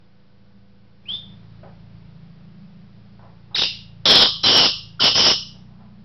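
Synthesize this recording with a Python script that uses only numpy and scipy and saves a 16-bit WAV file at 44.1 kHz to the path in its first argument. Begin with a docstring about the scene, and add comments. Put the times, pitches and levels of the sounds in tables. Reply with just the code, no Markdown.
"""A francolin in a wire cage

In a quiet room, close to a small camera, the bird gives a rising peep, a squeaky cluck and four harsh
squawks that overload the microphone. Its voice box (syrinx) whistles when it vibrates cleanly and rasps
when driven hard. Its feet stir on the cage floor, and an engine idles somewhere outside."""
import sys
import numpy as np
from scipy import signal
from scipy.fft import rfft, irfft, next_fast_len
from scipy.io import wavfile
from scipy.ndimage import uniform_filter1d

SR = 44100
rng = np.random.default_rng(int(sys.argv[2]) if len(sys.argv) > 2 else 0)


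def master(y):
    """Save y as 16-bit WAV."""
    cut = np.clip(np.atleast_2d(y).T, -1, 1)
    pcm = np.round(cut * 32767)  # scale
    wavfile.write(sys.argv[1], SR, pcm.astype(np.int16))


N = 266760
TIME = np.arange(N) / SR


def gain_of(db):
    """Turns decibels into a number to multiply a sound by."""
    return 10 ** (np.asarray(db) / 20)


def evened(x):
    """Scales a signal to an average strength (rms) of 1."""
    return x / np.sqrt(np.mean(x ** 2) + 1e-20)


def read(points, hz):
    """Reads between the rows of a frequency table, spacing octaves evenly."""
    f, value = np.transpose(points)
    return np.interp(np.log(hz + 1), np.log(f + 1), value)


def add(mix, start, sound):
    """Mixes a sound in, start seconds from the beginning."""
    part = mix[round(start * SR):][:len(sound)]
    part += sound[:len(part)]


def noise(points):
    """Steady noise of strength 1, shaped by rows of f/Hz, relative level/dB."""
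    size = next_fast_len(N, True)
    shape = gain_of(read(points, np.fft.rfftfreq(size, 1 / SR)))
    return evened(irfft(rfft(rng.standard_normal(size)) * shape, size)[:N])


def wander(hz, count=16384):
    """A random drift of strength 1 that changes up to about hz times a second."""
    t = np.linspace(0, N / SR, count)
    damping = 1 + (np.fft.rfftfreq(count, t[1]) / hz) ** 4
    drift = irfft(rfft(rng.standard_normal(count)) / damping, count)
    return np.interp(TIME, t, evened(drift))


def resonate(x, hz, width_hz):
    """A resonance: keeps the sound near the frequency hz, which may move."""
    turn = np.exp(2j * np.pi * np.cumsum(hz * np.ones(len(x))) / SR)
    r = np.exp(-np.pi * width_hz / SR)
    return 2 * (turn * signal.lfilter([(1 - r) ** 2], [1, -2 * r, r * r], x / turn)).real


def cut_lows(x, hz, order):
    """Weakens everything below hz; a higher order cuts more steeply."""
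    return signal.sosfilt(signal.butter(order, hz, "high", fs=SR, output="sos"), x)


def fades(t, rise_s, fall_s):
    """Soft start and end of a note."""
    return np.clip((t - t[0]) / rise_s, 0, 1) * np.clip((t[-1] - t) / fall_s, 0, 1)


def air(level_db=-61.5, rises_at_s=0.992, rise_s=0.098, rise_db=5.5, ease_s=4):
    """The room's steady rumble and hiss; the background grows louder once, then eases back."""
    # room noise: f/Hz, relative level/dB
    spectrum = [(15, -17.5), (40, -6.5), (110, -10.5), (200, -6.5), (260, -7), (450, -11), (1000, -17),
                (2500, -22.5), (5000, -23.5), (5800, -31.5), (7000, -56)]
    since = np.maximum(TIME - rises_at_s, 0)
    swell = np.minimum(since / rise_s, 1) * np.exp(-since / ease_s)
    return noise(spectrum) * gain_of(level_db + rise_db * swell)


def whine(end_s=1.025):
    """A faint steady tone and its third harmonic, which stop early on."""
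    tones = [(500.6, -70), (1502, -80.5)]  # f/Hz, level/dB
    tone = sum(np.sqrt(2) * gain_of(db) * np.sin(2 * np.pi * hz * TIME) for hz, db in tones)
    return tone * np.clip((end_s - TIME) / .05, 0, 1)


def engine(waver_db=1.33, uneven_db=1.41, boost_db=2):
    """Only the idling engine's lowest tones pass the walls; its firings are uneven in strength."""
    # idling speed: t/s, firing rate/Hz
    firing_rate = [(0, 28.08), (2.4, 27.95), (3.6, 28.63), (4.8, 27.05), (5.5, 30.76), (6.05, 29.47)]
    # engine tones, one list for each of three bands: multiple of the firing rate, relative level/dB
    bands = [
        [(1, -13), (2, -6.5), (3, -10.5), (4, -1)],
        [(5, -7.5), (5.5, -18), (6, -3.5)],
        [(6.5, -12.5), (7, -0.5), (7.5, -14)],
    ]
    # band levels before the boost: t/s, low boom/dB, middle drone/dB, upper drone/dB
    band_levels = [(0.0, -63, -62.5, -65), (0.57, -55.5, -68, -55.5), (0.91, -58, -63, -59.5),
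                   (1.23, -47.5, -51.5, -52.5), (2.2, -49.5, -46.5, -58.5), (2.64, -55.5, -48.5, -49.5),
                   (3.09, -49.5, -54.5, -53.5), (3.46, -52.5, -53.5, -61), (3.72, -47, -52, -53),
                   (3.95, -45.5, -50, -60.5), (5.55, -49, -49, -57), (5.644, -49, -50, -56.5),
                   (6.049, -51, -53, -48.5)]
    times, *levels = np.transpose(band_levels)
    firings = np.cumsum(np.interp(TIME, *np.transpose(firing_rate))) / SR
    out = np.zeros(N)
    for tones, band_db in zip(bands, levels):
        hum = np.zeros(N)
        for multiple, db in tones:
            strength = gain_of(db + waver_db * wander(5.1))
            hum += strength * np.sin(2 * np.pi * (multiple * firings + rng.random()))
        hum = evened(hum * gain_of(uneven_db * wander(13)))
        out += hum * gain_of(np.interp(TIME, times, band_db) + boost_db)
    return out


def steps(width_hz=720):
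    """Claws make dull taps and scuffs on the cage's plastic tray."""
    # footfalls: t/s, level/dB, ring/Hz, time to fade by 60 dB/s, rise/s
    footfalls = [(1.020, -68.5, 300, 0.12, 0.0054), (1.631, -40.5, 572, 0.182, 0.00206),
                 (1.649, -49.5, 704, 0.133, 0.0038), (3.192, -49, 849.5, 0.1024, 0.00197),
                 (3.215, -44, 773, 0.273, 0.0315), (3.510, -51.5, 890, 0.35, 0.002),
                 (5.539, -53, 704, 0.22, 0.009), (5.70, -55, 801, 0.26, .03),
                 (5.785, -51.5, 746, 0.354, 0.0278)]
    out, t = np.zeros(N), np.arange(SR // 4) / SR
    for start, db, hz, fade_s, rise_s in footfalls:
        scuff = evened(resonate(rng.standard_normal(len(t)), hz, width_hz))
        add(out, start, scuff * gain_of(db - 60 * t / fade_s) * fades(t, rise_s, 0.0091))
    return out


def whistle(hz, jitter, hiss_db, hoarsening_db):
    """The syrinx vibrates cleanly: a slightly unsteady tone that turns hoarse towards its end."""
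    count = len(hz)
    pitch = hz * (1 + jitter * wander(580)[:count])
    tone = np.sqrt(2) * np.sin(2 * np.pi * np.cumsum(pitch) / SR)
    hiss = noise([(2000, -23.5), (3500, -3.5), (5000, 2), (6000, -16.5), (8000, -50)])[:count]
    return tone + hiss * gain_of(hiss_db + hoarsening_db * np.linspace(0, 1, count))


def peep(start_s=1.055, length_s=.142, from_hz=2290, to_hz=3707, glide_s=.044,
         soft_db=-48, full_db=-27, sag_db_per_s=-44, opens_after_s=0.0285, rise_s=0.0078):
    """One whistle glides up and levels off; it starts softly, opens to full voice, sags and dies away."""
    out, t = np.zeros(N), np.arange(0, length_s, 1 / SR)
    hz = to_hz + (from_hz - to_hz) * np.exp(-t / glide_s)
    since = t - opens_after_s
    full_voice = np.clip(since / rise_s, 0, 1) * gain_of(full_db + sag_db_per_s * since)
    loudness = (gain_of(soft_db) + full_voice) * fades(t, .003, 0.0422)
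    add(out, start_s, loudness * whistle(hz, jitter=0.0142, hiss_db=-31.5, hoarsening_db=13))
    return out


def squeaks():
    """Brief whistles inside the cluck and squawks, each swelling and fading in one arch."""
    # squeaks: t/s, length/s, from/Hz, to/Hz, level/dB, bend (1 = straight glide, more = late glide)
    glides = [(3.545, 0.0123, 3896, 3000, -17.5, 3.33), (3.553, 0.0185, 3041, 1100, -28, 0.86),
              (3.554, 0.01196, 5463, 3600, -20.5, 0.98), (3.583, 0.0182, 4378, 3450, -18.5, 0.671),
              (3.610, .019, 3239, 4199, -18, 1.1), (4.432, 0.0369, 4020, 4180, -19.5, 1.6),
              (4.455, 0.0574, 3102, 3200, -22, 0.71), (4.472, 0.0494, 3980, 3980, -24, 1),
              (4.545, 0.06, 5509, 5490, -17.5, 1.3), (4.994, 0.0088, 1342, 1550, -25, 1.9),
              (5.035, .06, 4857, 4840, -21.5, 2.15), (5.072, 0.026, 2934, 2920, -20, 0.85)]
    out = np.zeros(N)
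    for start, length, from_hz, to_hz, db, bend in glides:
        progress = np.linspace(0, 1, round(length * SR))
        hz = from_hz + (to_hz - from_hz) * progress ** bend
        arch = np.sin(np.pi * progress) * gain_of(db)
        add(out, start, arch * whistle(hz, jitter=.006, hiss_db=-32.5, hoarsening_db=16.5))
    return out


def syrinx(jitter, breath_share, flutter_db=0.5):
    """Driven hard, the membranes slap chaotically: uneven pulses, each with a puff of air."""
    pitch_hz = 788.7 * (1 + jitter * wander(220))
    cycles = np.cumsum(pitch_hz) / SR
    pulses = evened(sum(np.cos(2 * np.pi * k * cycles) for k in range(3, 9)))
    breath = noise([(1500, -23.5), (2700, -1), (6200, -9.0), (8000, -36.0)])
    puffs = evened(np.exp(-(cycles % 1) / 0.44) * breath)
    return ((1 - breath_share) * pulses + breath_share * puffs) * gain_of(flutter_db * wander(130))


def throat(drive, resonances, sway=0.024):
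    """The throat rings like a tube; its resonances alternate in sign and sway as the neck moves."""
    stretch = 1 + sway * wander(19)[:len(drive)]
    return evened(sum((-1) ** k * gain_of(db) * resonate(drive, hz * stretch, width)
                      for k, (hz, width, db) in enumerate(resonances)))


def cluck(start_s=3.554, length_s=0.0909, level_db=-25.5, swell_db_per_s=12.5, catch_s=0.0023):
    """A short rasp through a wide open throat, stuttering where the voice catches."""
    # resonances of the open throat: f/Hz, width/Hz, relative level/dB
    open_throat = [(2705, 970, -3), (3900, 1400, -1), (5250, 1400, 2)]
    catches = [(3.584, 9.35), (3.624, 9.1), (3.636, 7.7)]  # t/s, level above the rasp/dB
    out, t = np.zeros(N), np.arange(0, length_s, 1 / SR)
    stutter_db = sum(db * np.exp(-((start_s + t - at) / catch_s) ** 2) for at, db in catches)
    loudness = gain_of(level_db + swell_db_per_s * t + stutter_db) * fades(t, 0.01, .004)
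    drive = cut_lows(syrinx(jitter=.2, breath_share=1.0)[:len(t)], hz=2250, order=4)
    add(out, start_s, throat(drive, open_throat) * loudness)
    return out


def squawks(trim_db=-1, middle_trim_db=-3, high_trim_db=1, surge_db=2, surge_after_s=0.05136,
            sink_hz_per_s=954, brightening_db_per_s=5):
    """The rough syrinx sounds through the throat in surges; its low resonance sinks during each call."""
    # squawks, levels before the trims: t/s, length/s, effort/dB, rise/s, surge rate/Hz,
    # low resonance/Hz, middle resonances/dB, high resonances/dB (both against the low one)
    calls = [(4.054, 0.18906, -15, 0.00252, 17.08, 3323, 3.15, -2),
             (4.431, 0.2444, -18.5, 0.0063, 10.02, 3146, -0.14, 0),
             (4.997, .102, -19, 0.0086, 8.86, 3052, -0.24, 0),
             (5.142, 0.1807, -21, 0.0079, 13.1, 3084, 0.62, 4)]
    # middle throat resonances: f/Hz, width/Hz, relative level/dB
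    middle_resonances = [(3550, 650, -3), (4080, 700, 0)]
    # high throat resonances: f/Hz, width/Hz, relative level/dB
    high_resonances = [(4620, 650, -6), (4990, 600, 0), (5500, 550, -1)]
    # weak windpipe resonance: f/Hz, width/Hz, level against the low resonance/dB
    windpipe = (1200, 440, -21.5)
    pipe_hz, pipe_width, pipe_db = windpipe
    source = cut_lows(syrinx(jitter=.13, breath_share=0.3764), hz=2760, order=9)
    out = np.zeros(N)
    for start, length, effort_db, rise_s, surge_hz, low_hz, middle_db, high_db in calls:
        t = np.arange(0, length, 1 / SR)
        drive = source[round(start * SR):][:len(t)]
        low = evened(resonate(drive, low_hz - sink_hz_per_s * t, width_hz=460))
        middle = gain_of(middle_db + middle_trim_db) * throat(drive, middle_resonances)
        high = gain_of(high_db + high_trim_db) * throat(drive, high_resonances)
        brightening = gain_of(brightening_db_per_s * (t - length / 2))
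        breath = gain_of(pipe_db) * evened(resonate(rng.standard_normal(len(t)), pipe_hz, pipe_width))
        voice = low - (middle + high) * brightening + breath  # signs alternate along the tube
        throb_db = surge_db * np.cos(2 * np.pi * surge_hz * (t - surge_after_s))
        add(out, start, voice * gain_of(effort_db + throb_db + trim_db) * fades(t, rise_s, 0.01))
    return out


def room(x, delay_s=.004):
    """The room sends back scattered echoes, each frequency dying away at its own speed."""
    # room echo: f/Hz, time to fade by 60 dB/s
    fade_times = [(300, .28), (1300, 0.45), (3000, 0.4053), (5500, 0.3803)]
    spacing = 12  # one echo falls at random in every 12 samples
    count = SR // spacing
    echoes = np.zeros(SR)
    echoes[np.arange(count) * spacing + rng.integers(0, spacing, count)] = rng.choice([-1., 1.], count)
    hz, t, bands = signal.stft(echoes * (TIME[:SR] > delay_s), SR, nperseg=256)
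    decay = gain_of(-60 * t / read(fade_times, hz)[:, None])
    tail = signal.istft(bands * decay, SR, nperseg=256)[1]
    return signal.fftconvolve(x, tail / np.linalg.norm(tail))[:N]


def scene(rasp_echo_db=2, harsh_echo_db=-1.5, clear_echo_db=-6):
    """The bird and its echoes over the engine, the whine and the room noise, in mono."""
    rasp = cluck()
    harsh = squawks() + steps()
    clear = peep() + squeaks()
    echoes = room(gain_of(rasp_echo_db) * rasp + gain_of(harsh_echo_db) * harsh
                  + gain_of(clear_echo_db) * clear)
    return (rasp + harsh + clear + echoes + engine() + whine() + air())[None]


def record(dry, top=0.31, bottom=0.84, grit_db=-27, crackle_db=-21, crackle_onset=0.1787, offset=.0033):
    """The input overloads lopsidedly and crackles, loses its treble, then clips the tallest peaks."""
    # crackle of the overloaded input: f/Hz, relative level/dB
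    crackle_spectrum = [(20, -9.5), (130, 1), (230, 3), (500, 3.5), (1000, 1), (1800, -3), (3000, -2.5),
                        (5500, -26.5)]
    x = dry[0]
    limit = np.where(x > 0, top, bottom)
    squashed = x / (1 + (x / limit) ** 6) ** (1 / 6)
    level = np.sqrt(abs(uniform_filter1d(x ** 2, size=90)))
    overload = level ** 4 / (level ** 4 + crackle_onset ** 4)
    grit = gain_of(grit_db) * uniform_filter1d(level, size=900)  # rides faintly on all sound
    squashed += noise(crackle_spectrum) * (grit + gain_of(crackle_db) * overload)
    thinned = cut_lows(squashed, hz=45, order=1) + offset
    treble_cut = signal.firwin(131, 5823, window=("kaiser", 8), fs=SR)  # keeps sound below 5823 Hz
    clipped = np.clip(signal.oaconvolve(thinned, treble_cut, "same"), -.71, .74)
    smoothing = signal.firwin(511, 15850, window=("kaiser", 9), fs=SR)  # rounds the clipped corners
    return signal.oaconvolve(clipped, smoothing, "same")[None]


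dry = scene()
out = record(dry)
master(out)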